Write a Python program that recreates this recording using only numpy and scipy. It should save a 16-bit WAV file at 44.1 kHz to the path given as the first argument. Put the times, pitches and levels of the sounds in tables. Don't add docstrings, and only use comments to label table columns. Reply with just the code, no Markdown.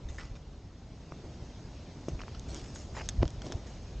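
import sys
import numpy as np
from scipy import signal
from scipy.io import wavfile
from scipy.ndimage import uniform_filter1d

SR = 44100
rng = np.random.default_rng(int(sys.argv[2]) if len(sys.argv) > 2 else 0)


def master_out(mix):
    frames = np.transpose(np.atleast_2d(mix))
    ceiling = np.clip(frames, -1, 1)
    pcm = np.round(ceiling * 32767).astype(np.int16)
    wavfile.write(sys.argv[1], SR, pcm)


N = 176400

# t/s, rise/s, t60/s, level/dB, tilt/(dB/oct), blade f/Hz
SWISHES = [(.087, .002, 0.66, -57.5, 0.5, 6300), (0.179, 0.0035, 0.25, -45.5, -4.5, 4900),
           (0.202, .008, 0.44, -53.5, -4, 5300), (.348, 0.016, -0.06, -54, -4, 5130),
           (2.081, 0.0045, 0.1, -52, 3, 6600), (2.193, .003, 1.3, -62, -2, 5200),
           (2.475, 0.032, 0.25, -53, 1.5, 5760), (2.535, 0.019, 0.9, -51.5, .8, 6100),
           (2.744, 0.0053, 0.5, -53, 8, 7160), (2.945, 0.013, 0.65, -49.5, -0.5, 4950),
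           (3.215, 0.0032, 0.2, -56, -3, 2550), (3.425, 0.031, 0.7, -57, 0.5, 3950),
           (3.659, 0.0082, 0.46, -60, 0, 7600)]
# f/Hz, level/dB
LEAF_SPECTRUM = [(250, -2.5), (700, -3), (1300, 4), (1950, 2), (2500, 2.5), (4500, -0.5), (6500, 2),
                 (7600, -4.5), (9000, -21), (11000, -60.5)]

def leaf_swishes():
    out, t = np.zeros(N), np.arange(SR // 2) / SR
    for start_s, rise_s, t60_s, db, tilt, hz in SWISHES:
        grains = unit_rms(slips(per_s=4600, spread_db=2))
        crackles = amp(-4.5) * unit_rms(slips(per_s=54, spread_db=0.85))
        hiss = unit_rms(colour((grains + crackles)[:len(t)], tilted(LEAF_SPECTRUM, tilt)))
        blade = amp(-9.5) * blade_mode(hiss, hz, width_hz=820)
        attack = np.minimum(t / rise_s, 1)
        fade = decay(np.maximum(t - rise_s, 0), max(t60_s, 0.04))
        add(out, start_s, amp(db) * unit_rms(hiss + blade) * attack * fade)
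    return out


# t/s, peak level/dB, f/Hz
TAPS = [(1.121, -33, 1230), (2.193, -33, 2440), (2.197, -33, 2230), (2.2052, -32.5, 1300),
        (2.2355, -36, 1610), (2.2811, -32, 970)]
# f/Hz, level/dB
TAP_SPECTRUM = [(400, 3), (900, -4), (2800, -9), (3500, -31), (9000, -41)]

def leaf_taps(rise_s=0.00038):
    out, t = np.zeros(N), np.arange(SR // 20) / SR
    envelope = np.minimum(t / rise_s, 1) * decay(t, t60_s=0.006)
    for start_s, db, hz in TAPS:
        crackle = amp(-1.5) * unit_rms(colour(rng.standard_normal(len(t)), TAP_SPECTRUM))
        ring = np.sin(2 * np.pi * hz * t)
        add(out, start_s, amp(db) * unit_peak((crackle - ring) * envelope))
    return out


# f/Hz, width/Hz, level/dB
SCRAPE_MODES = [(580, 140, 4), (776, 96, 4), (1050, 480, 0.5), (1690, 290, -0.5), (2070, 110, -4),
                (2700, 610, -4)]
# f/Hz, level/dB
SCRAPE_FILTER = [(200, 8.5), (500, 7.5), (3000, 5), (3800, -10), (8000, -28.5)]
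# t/s, level/dB
SCRAPE_LEVEL = [(2.93, -73), (2.95, -49), (2.962, -60), (2.966, -40.5), (2.995, -41), (3.017, -40),
                (3.026, -58.5), (3.04, -69)]

def leaf_scrape():
    drive = slips(per_s=1100, spread_db=-2)
    blade = sum(amp(db) * blade_mode(drive, hz, width_hz) for hz, width_hz, db in SCRAPE_MODES)
    return unit_rms(colour(blade, SCRAPE_FILTER)) * gain_curve(SCRAPE_LEVEL)


# t/s, peak level/dB, splinter t60/s, tilt/(dB/oct), main resonance f/Hz
TICKS = [(2.2165, -30, 0.031, -4.5, 5230), (2.348, -38, 0.062, -4, 5330), (2.396, -33.5, 0.008, 2.5, 6300),
         (2.546, -31, 0.008, 11, 6000), (2.759, -31.5, 0.032, -6, 6530), (3.089, -18, 0.029, -1, 6390),
         (3.2263, -23.5, 0.033, -11, 5150), (3.2547, -30, 0.0016, -5, 5260),
         (3.279, -30.5, 0.0044, 0, 5900), (3.3051, -38, 0.003, 2, 6430), (3.4195, -31, 0.023, -3, 5870),
         (3.4666, -33, 0.0096, -0.5, 5500), (3.5222, -24.5, 0.026, -3.5, 6100),
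         (3.5273, -35, 0.0092, 3, 5340)]
# f/Hz, level/dB
STEM_SPECTRUM = [(1250, -8), (1650, -1.5), (2050, -11), (2950, -10), (3650, 3), (4250, -9.5), (5000, -4),
                 (6400, 3.5), (7100, -5), (8200, -7), (8900, -22.5), (12000, -49)]
STEM_HZ = 6400

def stem_ticks():
    out, t = np.zeros(N), np.arange(SR // 10) / SR
    click = 1.0 * (t == 0)
    for start_s, db, t60_s, tilt, hz in TICKS:
        splinters = amp(-19) * rng.standard_normal(len(t)) * decay(t, t60_s)
        stem = [(f * hz / STEM_HZ, band_db) for f, band_db in STEM_SPECTRUM]
        add(out, start_s, amp(db) * unit_peak(colour(click + splinters, tilted(stem, tilt))))
    return out


# t/s, impact peak level/dB, tilt/(dB/oct)
KNOCKS = [(1.1213, -34.5, -2), (2.084, -22, -3), (3.2306, -13.5, -0.5)]
# f/Hz, level/dB
IMPACT_SPECTRUM = [(100, 0), (500, 9.5), (1200, -6.5), (2500, -16.5), (6000, -23.5), (9000, -54)]
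# f/Hz, level/dB, t60/s
HOUSING_MODES = [(145, 0.5, 0.091), (237, -3.5, 0.048), (329, 5, 0.026), (680, -3.5, .03)]

def stalk_knocks(ring_db=-3.5, ring_delay_s=0.0012):
    out, t = np.zeros(N), np.arange(SR // 5) / SR
    click = 1.0 * (t == 0)
    ring = struck(t, HOUSING_MODES)
    for start_s, db, tilt in KNOCKS:
        impact = unit_peak(colour(click, tilted(IMPACT_SPECTRUM, tilt)))
        add(out, start_s, -amp(db) * impact)
        add(out, start_s + ring_delay_s, amp(db + ring_db) * ring)
    return out


# centre t/s, peak level/dB, f/Hz
BUMPS = [(0.058, -29, 48.7), (0.105, -29.5, 60), (.316, -33.5, 74), (1.425, -32, 98.5), (2.122, -32, 69),
         (2.136, -28.5, 110), (2.156, -30, 49.7), (3.192, -18.5, 55.6), (3.2108, -18.5, 75.5),
         (3.224, -21, 103), (3.259, -22, 68), (3.556, -24.5, 86)]

def stalk_bumps():
    out, t = np.zeros(N), np.arange(-SR // 25, SR // 25) / SR
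    for centre_s, db, hz in BUMPS:
        window = np.exp(-(hz * t / 0.45) ** 2)
        add(out, centre_s + t[0], amp(db) * np.cos(2 * np.pi * hz * t) * window)
    return out


# t/s, length/s, level/dB
RUBS = [(1.227, 0.049, -48), (2.057, 0.14, -47), (2.395, 0.27, -48.5), (3.195, 0.079, -36.5),
        (3.391, 0.22, -42)]
# f/Hz, level/dB
RUB_SPECTRUM = [(80, 0), (180, -0.5), (350, 3.5), (480, -7.5), (640, -5), (1000, -15.5), (2500, -51)]

def stalk_rubs():
    envelope = np.zeros(N)
    for start_s, length_s, db in RUBS:
        arch = np.sin(np.linspace(0, np.pi, round(length_s * SR)))
        add(envelope, start_s, amp(db) * arch)
    return envelope * unit_rms(colour(slips(per_s=770, spread_db=3.5), RUB_SPECTRUM))


# t/s, peak level/dB, tilt/(dB/oct)
CLACKS = [(.087, -44, 8), (0.1844, -35.5, -33)]
# f/Hz, level/dB, t60/s
CANE_MODES = [(1820, 6, 0.033), (1981, -4, 0.32), (3640, 1.5, 0.063), (6300, -7, 0.097)]

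def cane_clacks():
    out, t = np.zeros(N), np.arange(SR // 2) / SR
    for start_s, db, tilt in CLACKS:
        add(out, start_s, amp(db) * struck(t, CANE_MODES, tilt))
    return out


# f/Hz, level/dB
WASH_SPECTRUM = [(15, -50), (25, -10.5), (54, -1), (103, -5), (205, -10.5), (269, -13), (354, -16.5),
                 (500, -20), (625, -21), (1680, -36), (5810, -40), (7260, -43.5), (9300, -65.5),
                 (12100, -100.5)]
TREE_SPECTRUM = [(800, -19), (1500, 7.5), (3000, 6.5), (6500, 7.5), (7500, -2), (9000, -22.5)]
GRIP_SPECTRUM = [(15, -22.5), (42, 2.5), (70, -1.5), (130, -9), (300, -36.5), (1000, -77)]
# t/s, level/dB
WASH_LEVEL = [(0, -46.5), (.7, -50.5), (1.2, -46), (1.9, -46), (2.6, -44), (4, -45.5)]
TREE_LEVEL = [(0, -75.5), (.7, -71.5), (1.3, -65.5), (2.2, -64), (3.4, -63), (4, -63)]
GRIP_LEVEL = [(0, -39.5), (.15, -50), (.6, -50), (1.9, -60.5), (2.5, -44.5), (2.8, -52), (3.2, -41),
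              (3.7, -53), (4, -40)]

def background():
    wash = noise(WASH_SPECTRUM) * gain_curve(WASH_LEVEL)
    trees = noise(TREE_SPECTRUM) * gain_curve(TREE_LEVEL)
    grip = noise(GRIP_SPECTRUM) * gain_curve(GRIP_LEVEL)
    return wash + trees + grip


def slips(per_s, spread_db):
    size = amp(spread_db * np.minimum(rng.exponential(1, N), 4))
    return size * rng.choice([-1, 1], N) * (rng.random(N) < per_s / SR)


def blade_mode(drive, hz, width_hz, wander=0.06):
    bend = unit_rms(uniform_filter1d(rng.standard_normal(len(drive)), size=1500))
    carrier = np.exp(2j * np.pi * np.cumsum(hz * (1 + wander * bend)) / SR)
    pole = np.exp(-np.pi * width_hz / SR)
    baseband = signal.lfilter([1 - pole], [1, -pole], drive / carrier)
    return unit_rms((carrier * baseband).real)


def struck(t, modes, tilt=0):
    return unit_peak(sum(amp(db + tilt * np.log2(hz)) * np.sin(2 * np.pi * hz * t) * decay(t, t60_s)
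                         for hz, db, t60_s in modes))


def flicker(x, depth_db):
    frames = dict(nperseg=512, noverlap=384)
    hz, _, spectra = signal.stft(x, SR, **frames)
    patches = uniform_filter1d(rng.standard_normal(spectra.shape), size=4, axis=0)
    patches = unit_rms(uniform_filter1d(patches, size=12, axis=1))
    treble = np.minimum(hz / 2000, 1)[:, None]
    return signal.istft(spectra * amp(depth_db * patches * treble), **frames)[1][:N]


def colour(x, spectrum, size=8192):
    hz, db = np.transpose(spectrum)
    bins_hz = abs(np.fft.fftfreq(size, 1 / SR))
    log_gain = np.log(amp(np.interp(np.log(bins_hz + 1), np.log(hz + 1), db)))
    response = np.exp(np.conj(signal.hilbert(log_gain)))
    impulse = np.fft.ifft(response).real[:size // 2]
    return signal.fftconvolve(x, impulse)[:len(x)]


def tilted(spectrum, db_per_oct):
    return [(hz, db + db_per_oct * np.log2(hz)) for hz, db in spectrum]


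def noise(spectrum):
    return unit_rms(colour(rng.standard_normal(N), spectrum))


def gain_curve(points):
    return amp(np.interp(np.arange(N) / SR, *np.transpose(points)))


def decay(t, t60_s):
    return np.exp(-np.log(1000) * t / t60_s)


def amp(db):
    return 10 ** (np.asarray(db) / 20)


def unit_rms(x):
    return x / np.sqrt(np.mean(x ** 2) + 1e-20)


def unit_peak(x):
    return x / (abs(x).max() + 1e-20)


def add(mix, start_s, sound):
    part = mix[max(round(start_s * SR), 0):][:len(sound)]
    part += sound[:len(part)]


def scene():
    contacts = (stalk_bumps() + stalk_knocks() + cane_clacks() + stem_ticks()
                + leaf_taps() + leaf_scrape() + stalk_rubs())
    bed = flicker(background(), depth_db=2)
    rustle = flicker(leaf_swishes(), depth_db=4)
    mid = contacts + rustle + bed
    side = treble_spread()
    return np.array([mid + side, mid - side])


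# f/Hz, level/dB
SIDE_FILTER = [(1000, -66.5), (2600, -55.5), (3100, -9), (4500, -5), (6000, -8), (6800, -44.5)]

def treble_spread():
    diffuse = background() + amp(-10) * leaf_swishes()
    return colour(flicker(diffuse, depth_db=4), SIDE_FILTER)


def record(dry):
    cutoff_hz = 9450
    lowpass = signal.firwin(95, cutoff_hz, window=("kaiser", 5), fs=SR)
    return signal.oaconvolve(dry, lowpass[None], "same")


dry = scene()
out = record(dry)
master_out(out)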